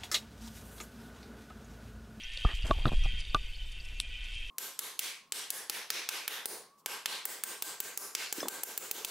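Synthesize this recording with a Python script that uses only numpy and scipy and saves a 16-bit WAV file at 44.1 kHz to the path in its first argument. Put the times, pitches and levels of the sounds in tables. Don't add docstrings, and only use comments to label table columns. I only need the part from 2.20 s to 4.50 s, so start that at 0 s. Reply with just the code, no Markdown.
import sys
import numpy as np
from scipy import signal
from scipy.fft import rfft, irfft
from scipy.io import wavfile
from scipy.ndimage import uniform_filter1d, map_coordinates

SR = 44100
rng = np.random.default_rng(int(sys.argv[2]) if len(sys.argv) > 2 else 0)


def makeup_ratio(level_db):
    decades = np.asarray(level_db, float) / 20
    return 10 ** decades


def unload_audio(sound):
    columns = np.transpose(np.atleast_2d(sound))
    steps = np.round(np.clip(columns, -1, 1) * 32767)
    wavfile.write(sys.argv[1], SR, steps.astype(np.int16))


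N = 101429


def evened(x):
    return x / np.sqrt(np.mean(x ** 2) + 1e-20)


def along(curve):
    return np.interp(np.arange(N) / SR, *np.transpose(curve))


def coloured(x, points):
    f, db = np.transpose(points)
    hz = np.fft.rfftfreq(len(x), 1 / SR)
    gain = makeup_ratio(np.interp(np.log(hz + 1), np.log(f + 1), db, left=-60))
    return evened(irfft(rfft(x) * gain, len(x)))


def slow(rate_hz):
    t = np.arange(0, N + 64, 64) / SR
    v = 0
    for f in np.geomspace(rate_hz / 20, rate_hz, num=16):
        v = v + np.sin(2 * np.pi * (f * t + rng.random())) / np.sqrt(f)
    return np.interp(np.arange(N) / SR, t, evened(v))


def resonate(x, hz, width_hz):
    r = np.exp(-np.pi * width_hz / SR)
    return 2 * signal.lfilter([1 - r], [1, -r * np.exp(2j * np.pi * hz / SR)], x).real


def ring(hz, t60, rise_s=0.000063, glide=0.):
    t = np.arange(round(t60 * SR) + 1) / SR
    return (1 - np.exp(-t / rise_s)) * makeup_ratio(-60 * t / t60) * np.sin(2 * np.pi * hz * t * (1 + glide * t))


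def add(mix, s, sound):
    part = mix[round(s * SR):][:len(sound)]
    part += sound[:len(part)]


def pump():
    # time_s, level_db
    pump_level = [(0, -41), (.25, -44), (.4, -45), (.6, -46), (.83, -44), (1.04, -48.5), (1.2, -49),
                  (1.4, -46.5), (1.64, -53), (1.85, -50), (2.05, -46.5), (2.3, -43)]
    # pitch_hz, width_hz, level_db
    pond = [(1501, 62, -16), (1804, 27, -13.5), (1964, 57, -11.5), (2150, 17.5, -9), (2260, 56, -12),
            (2440, 52, -3.5), (2600, 23.8, 0.5), (2712, 39, -2), (2910, 22, -10), (3060, 70, -5),
            (3198, 73, 0), (3290, 44, -9), (3644, 98, -8.5), (4650, 204, -18)]
    # time_s, shift_share
    sag = [(0, 0.0042), (1.1, -0.0019), (1.5, -.007), (2.3, -0.0074)]
    bursts_per_s, wander_share, burst_turns = 118.5, .02, .28
    weak_db, uneven_db, pulsed_share = -0.5, 1.5, .72
    drift_db, wide_hz, wide_db = 3.5, 1115, -3.5

    turns = np.cumsum(bursts_per_s * (1 + wander_share * slow(30))) / SR
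    burst_db = weak_db * (np.floor(turns) % 2)
    burst_db = burst_db + uneven_db * rng.standard_normal(999)[turns.astype(int)]
    gate = np.exp(-(turns % 1) / burst_turns) * makeup_ratio(burst_db)
    drive = (1 - pulsed_share + pulsed_share * evened(gate)) * rng.standard_normal(N)

    modes = np.zeros(N)
    for k, (hz, width_hz, db) in enumerate(pond):
        mode = resonate(resonate(drive, hz, 0.77 * width_hz), hz, 0.77 * width_hz)
        modes += (-1) ** k * makeup_ratio(db + drift_db * slow(5.34)) * mode
    stretched = np.cumsum(1 + along(sag))
    modes = map_coordinates(modes, [stretched - 1], order=3, mode="nearest")
    wide = resonate(resonate(drive, 2800, wide_hz), 2800, wide_hz)
    buzz = evened(evened(modes) + makeup_ratio(wide_db) * evened(wide))
    return makeup_ratio(along(pump_level) + 1.85 * slow(11)) * buzz


def wash():
    # pitch_hz, level_db
    wash_colour = [(71, -25), (120, -10.5), (1360, -21), (3100, -3.5), (4120, -18.5), (10200, -25.5),
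                   (14000, -28.5), (15300, -48)]
    # centre_s, half_width_s, lift_db
    surges = [(.14, 0.015, 5.5), (.2, 0.062, 4), (0.355, 0.024, 6.5), (0.467, 0.022, 7.5),
              (0.512, 0.028, 6), (.72, 0.12, 3), (.85, 0.019, 3), (0.996, 0.019, 6.5), (1.52, 0.0069, 5),
              (1.651, 0.0051, 6.5), (1.688, 0.0044, 3.5), (1.747, 0.0033, -1), (1.812, 0.02, 6.5),
              (2.046, 0.013, 5), (2.144, 0.06, 4), (2.279, 0.0057, 6.5)]
    wash_db, fizz_db, grains_per_s, fizz_hz = -55, -68.5, 1800, 3700

    _, _, z = signal.stft(coloured(rng.standard_normal(N), wash_colour), SR, nperseg=512)
    patches = uniform_filter1d(rng.standard_normal(z.shape), size=30, axis=0)
    patches = evened(uniform_filter1d(patches, size=4, axis=1))
    floor = signal.istft(z * makeup_ratio(2.1 * patches), SR, nperseg=512)[1][:N]

    grains = (rng.random(N) < grains_per_s / SR) * makeup_ratio(1.36 * np.minimum(rng.exponential(1, N), 4))
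    puffs = signal.oaconvolve(grains, makeup_ratio(-np.arange(200) * 0.47))[:N] * rng.standard_normal(N)
    fizz = coloured(puffs, [(fizz_hz / 2, -30), (fizz_hz, 0), (9000, -4), (13000, -16)])
    t = np.arange(N) / SR
    lift_db = np.zeros(N)
    for s, half, db in surges:
        side_s = half * np.where(t < s, .6, 1.3)
        lift_db += db * np.exp(-((t - s) / side_s) ** 2)
    return makeup_ratio(wash_db) * evened(floor) + makeup_ratio(fizz_db + 2.45 * lift_db) * fizz


def slosh():
    # time_s, level_db
    slosh_level = [(0, -44), (.2, -43), (.44, -30.5), (.7, -28), (1.2, -38.5), (2.3, -43.5)]
    # pitch_hz, level_db
    slosh_colour = [(4.7, -4), (8.0, 1), (32, 3), (193, -35.5), (300, -73), (390, -61), (660, -120)]
    # start_s, signed_peak, first_swing_hz, t60_s
    shoves = [(0.2497, -.11, 58, .03), (0.2521, -0.093, 124, 0.021), (0.2571, 0.12, 36.6, 0.079),
              (0.337, 0.023, 53, 0.19), (.425, 0.04, 24, .07), (.441, -0.046, 57, 0.085),
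              (0.564, 0.014, 71, 0.59), (0.795, 0.054, 28.2, 0.44), (0.5147, -0.064, 44, 0.059),
              (0.655, -0.067, 117, 0.04), (.742, 0.047, 25.8, 0.44), (0.857, 0.1, 36, 0.019),
              (0.937, 0.015, 47.4, 0.43), (1.15, 0.045, 21, 0.073)]
    slowing_per_s = 21.6

    rumble = coloured(rng.standard_normal(N), [*slosh_colour, (500, -106)])
    out = makeup_ratio(along(slosh_level) + 1.84 * slow(8.34)) * rumble
    for s, peak, hz, t60 in shoves:
        t = np.arange(round(t60 * SR)) / SR
        swing = np.sin(2 * np.pi * hz * np.log(1 + slowing_per_s * t) / slowing_per_s)
        add(out, s, 2.58 * peak * swing * (1 - np.exp(-t * hz * 8)) * makeup_ratio(-60 * t / t60))
    return out


def side_trace(heard):
    # pitch_hz, level_db
    trace_colour = [(30, -46), (125, -36.5), (500, -21.5), (1500, -21.5), (3000, -21.5), (6000, -11.5),
                    (12000, -7)]
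    gate_level = .25
    hz, t, z = signal.stft(heard, SR, nperseg=512)
    noise = rng.standard_normal(z.shape) + 1j * rng.standard_normal(z.shape)
    blur = uniform_filter1d(abs(z), size=3, axis=0) * noise
    columns = len(t) // 6 + 1
    blocks = rng.standard_normal((9, columns)) + 1.1 * rng.standard_normal(columns)
    is_open = uniform_filter1d(blocks, size=2, axis=0) > gate_level + hz[::32, None] / 20000
    blur *= is_open.repeat(32, 0).repeat(6, 1)[:len(hz), :len(t)]
    f, db = np.transpose(trace_colour)
    gain = makeup_ratio(np.interp(np.log(hz + 1), np.log(f + 1 - 1), db))
    return signal.istft(blur * gain[:, None], SR, nperseg=512)[1][:N]


def bubbles():
    # start_s, peak_db, pitch_hz, t60_s
    pings = [(0.033, -35.5, 5800, 0.022), (.673, -34, 3860, .014), (.678, -25, 3840, 0.015),
             (0.836, -36.5, 5780, 0.011), (0.844, -40, 5640, 0.014), (1.003, -38.5, 4770, 0.029),
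             (1.095, -41.5, 4630, 0.028), (1.344, -41, 4350, 0.028), (1.356, -42, 4650, .02),
             (1.5984, -40, 4680, 0.026), (2.136, -54, 9600, 0.034)]
    strays_per_s, stray_db = 17, -59
    rise_per_s, blur_hz = .2, 280

    out = np.zeros(N)
    chances = rng.random((200, 3))[:round(strays_per_s * N / SR)]
    strays = [(a * N / SR, stray_db + 8 * b, 4200 * 1.6 ** c, .025) for a, b, c in chances]
    for s, db, hz, t60 in [*pings, *strays]:
        for late, off in rng.random((4, 2)):
            ping = ring(hz + blur_hz * (off - .5), t60 / 2, rise_s=0.00047, glide=rise_per_s)
            add(out, s + late * t60 * .5, makeup_ratio(db - 4.6 * late) * ping)
    return out


def thuds():
    # start_s, level_db, pitch_hz, t60_s
    blow_modes = [(0.1737, -43.5, 543, 0.025), (0.173, -21, 4410, 0.0065), (0.5108, -21, 1224, 0.015),
                  (0.666, -24, 1400, 0.0066), (1.802, -29.5, 5660, 0.0067), (1.146, -19.5, 6330, 0.0047),
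                  (1.2592, -33, 2964, 0.013), (.2485, -20, 449, 0.018), (.2485, -21.5, 707, 0.02),
                  (.2485, -44, 1460, 0.012), (0.5078, -15.5, 346, 0.024), (0.5099, -10, 641, 0.016),
                  (0.51, -8, 1420, 0.0062), (.654, -19.5, 140, 0.045), (.654, -29, 297.6, 0.096),
                  (.6545, -20, 660, 0.013), (0.6542, -16.5, 1560, 0.0063), (0.716, -31, 135, 0.03),
                  (.858, -33.5, 780, 0.033), (.935, -39.5, 190, 0.031), (1.1465, -22.5, 282, 0.021),
                  (1.1467, -21.5, 137, 0.026), (1.1474, -18, 690, 0.012), (1.1468, -23.5, 1470, 0.037),
                  (1.1472, -30, 447, 0.016), (1.8012, -26.5, 1150, 0.0056)]
    out = np.zeros(N)
    for s, db, hz, t60 in blow_modes:
        add(out, s, makeup_ratio(db) * ring(hz, t60, rise_s=0.001))
    return out


def crack(treble_db):
    # pitch_hz, level_db, t60_s
    plastic = [(2760, 11, 0.0064), (3460, 12.5, 0.006), (4045, 2.5, 0.01), (4790, 3, 0.01),
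               (5700, -7, 0.0016), (8330, -5, 0.0032), (10500, -11.5, 0.0024), (13400, -30, 0.0017)]
    # after_first_s, level_db
    snaps = [(0, -7), (.0005, 0), (.0016, -8)]
    out = np.zeros(2000)
    for k, (hz, db, t60) in enumerate(plastic):
        lift_db = treble_db * np.clip(np.log2(hz / 3600), 0, 1.3)
        mode = (-1) ** k * ring(hz * rng.uniform(1.0, 1.03), t60, rise_s=0.000067)
        for s, snap_db in snaps:
            add(out, s, makeup_ratio(db + lift_db + snap_db) * mode)
    return out / abs(out).max()


def ticks():
    # start_s, peak_db, extra_treble_db
    sharp = [
        (0.1733, -24.5, 1.5),
        (0.594, -43, 15),
        (1.0505, -33.5, 3),
        (1.1459, -35.5, 16),
        (1.187, -41, -8),
        (1.8004, -14.5, 13),
    ]
    # pitch_hz, level_db
    spray_colour = [(7300, -12), (8300, 0), (11500, -8), (12800, -25)]
    spray_db, spray_t60_s = -45.5, 0.074
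    out = np.zeros(N)
    for s, db, treble_db in sharp:
        add(out, s, makeup_ratio(db) * crack(treble_db))
    t = np.arange(4000) / SR
    spray = coloured(rng.standard_normal(4000), spray_colour) * makeup_ratio(spray_db - 60 * t / spray_t60_s)
    add(out, sharp[-1][0], spray)
    return out


def knocks():
    # start_s, ring_db, ring_hz, t60_s, crack_db
    blows = [
        (0.2493, -14, 1220, 0.021, -32.5),
        (0.5094, -10.5, 1122, 0.036, -22),
        (0.6551, -7.5, 1294, 0.014, -24.5),
        (0.6599, -20, 1256, 0.015, -38),
        (1.1458, -11.5, 1189, 0.047, -15.5),
    ]
    out = np.zeros(N)
    for s, db, hz, t60, crack_db in blows:
        add(out, s, makeup_ratio(db) * ring(hz, t60, rise_s=0.0023))
        add(out, s, makeup_ratio(crack_db) * crack(-6))
    return out


def rubs():
    # start_s, length_s, level_db, brightest_hz
    strokes = [
        (0.255, 0.087, -47.5, 1240),
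        (0.441, 0.067, -48.5, 2220),
        (.44, 0.033, -49.5, 600),
        (0.482, 0.029, -47, 600),
        (0.52, 0.13, -54.5, 830),
        (0.659, 0.042, -42.5, 1000),
        (0.708, 0.042, -48.5, 800),
        (0.83, 0.044, -52, 1180),
        (1.14, 0.035, -46.5, 390),
    ]
    slips_per_s, count = 1400, round(.2 * SR)
    out, t = np.zeros(N), np.arange(count) / SR
    for s, length, db, hz in strokes:
        sizes = makeup_ratio(2.0 * np.minimum(rng.exponential(1, count), 3))
        slips = (rng.random(count) < slips_per_s / SR) * sizes * rng.choice([-1, 1], count)
        body = coloured(slips, [(120, -10), (hz * 0.73, -5), (hz, 0), (hz + 400, -7), (5000, -26)])
        swell = np.sqrt(np.sin(np.pi * np.clip(t / length, 0, 1)).clip(0))
        add(out, s, makeup_ratio(db) * body * swell)
    return out


def squeak():
    centre_s, half_s, level_db, hz, wide_hz = 0.293, 0.032, -46.5, 1810, 259
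    slip = resonate(resonate(rng.standard_normal(N), hz, wide_hz), hz, wide_hz)
    t = np.arange(N) / SR
    return makeup_ratio(level_db) * evened(slip) * np.exp(-((t - centre_s) / half_s) ** 4)


def taps():
    # start_s, peak_db, width_ms
    touches = [(0.455, -35, 1.6), (.468, -35, 0.76), (0.4876, -42, 1.5), (0.4986, -24, 3),
               (0.503, -33, 3.4), (0.5068, -18.5, 1.9), (0.587, -33, 0.82), (0.6648, -35, 1),
               (0.6687, -16.5, 1.8), (0.673, -40, 0.67), (.677, -17, 2.3), (0.6831, -34, 1.1),
               (.687, -29, 0.97), (0.7183, -35, 1.6), (0.7197, -20.5, 1.9), (0.725, -35, 1.2),
               (0.7333, -22.5, 2.2), (0.7381, -34, 0.5), (.861, -26.5, 3.8)]
    ring_hz, ring_db, ring_t60_s = 672, -14, 0.014
    out = np.zeros(N)
    for s, db, ms in touches:
        u = np.arange(800) / SR / (ms / 3000)
        add(out, s - ms / 3000, makeup_ratio(db + 5.5) * u ** 2 * (1 - u / 4) * np.exp(-u))
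        add(out, s, makeup_ratio(db + ring_db) * ring(ring_hz * rng.uniform(1.0, 1.13), ring_t60_s))
    return out


def scene():
    water = pump() + wash() + slosh()
    close = bubbles() + thuds() + ticks() + knocks() + rubs() + squeak() + taps()
    mid = water + close
    side = side_trace(water + makeup_ratio(-29) * close)
    return np.array([mid + side, mid - side])


def roll_off(x):
    return signal.sosfilt(signal.butter(12, 15560, fs=SR, output="sos"), x)


def record(dry):
    # pitch_hz, share_0_to_1
    kept = [(6000, 1), (9000, .92), (11000, .62), (12200, .36), (14200, .2), (14700, 0)]
    hz, t, z = signal.stft(dry, SR, window="cosine", nperseg=2048)
    power = uniform_filter1d(abs(z[0]) ** 2, size=7, axis=0)
    level = np.log(uniform_filter1d(power, size=2, axis=1) + 1e-20)
    drift = uniform_filter1d(rng.standard_normal(level.shape), size=24, axis=0)
    drift = evened(uniform_filter1d(drift, size=3, axis=1))
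    standing_out = level - uniform_filter1d(level, size=300, axis=0) + .45 * drift
    rank = np.argsort(np.argsort(standing_out, axis=1), axis=1) / len(t)
    keep = rank >= 1 - np.interp(hz, *np.transpose(kept))[:, None]
    treble = (abs(z[0, hz > 6000]) ** 2).sum(0)
    keep |= (treble > 12 * np.median(treble)) & (hz < 15500)[:, None]
    gated = signal.istft(z * keep, SR, window="cosine", nperseg=2048)[1][:, :N]
    return roll_off(gated)


dry = scene()
out = record(dry)
unload_audio(out)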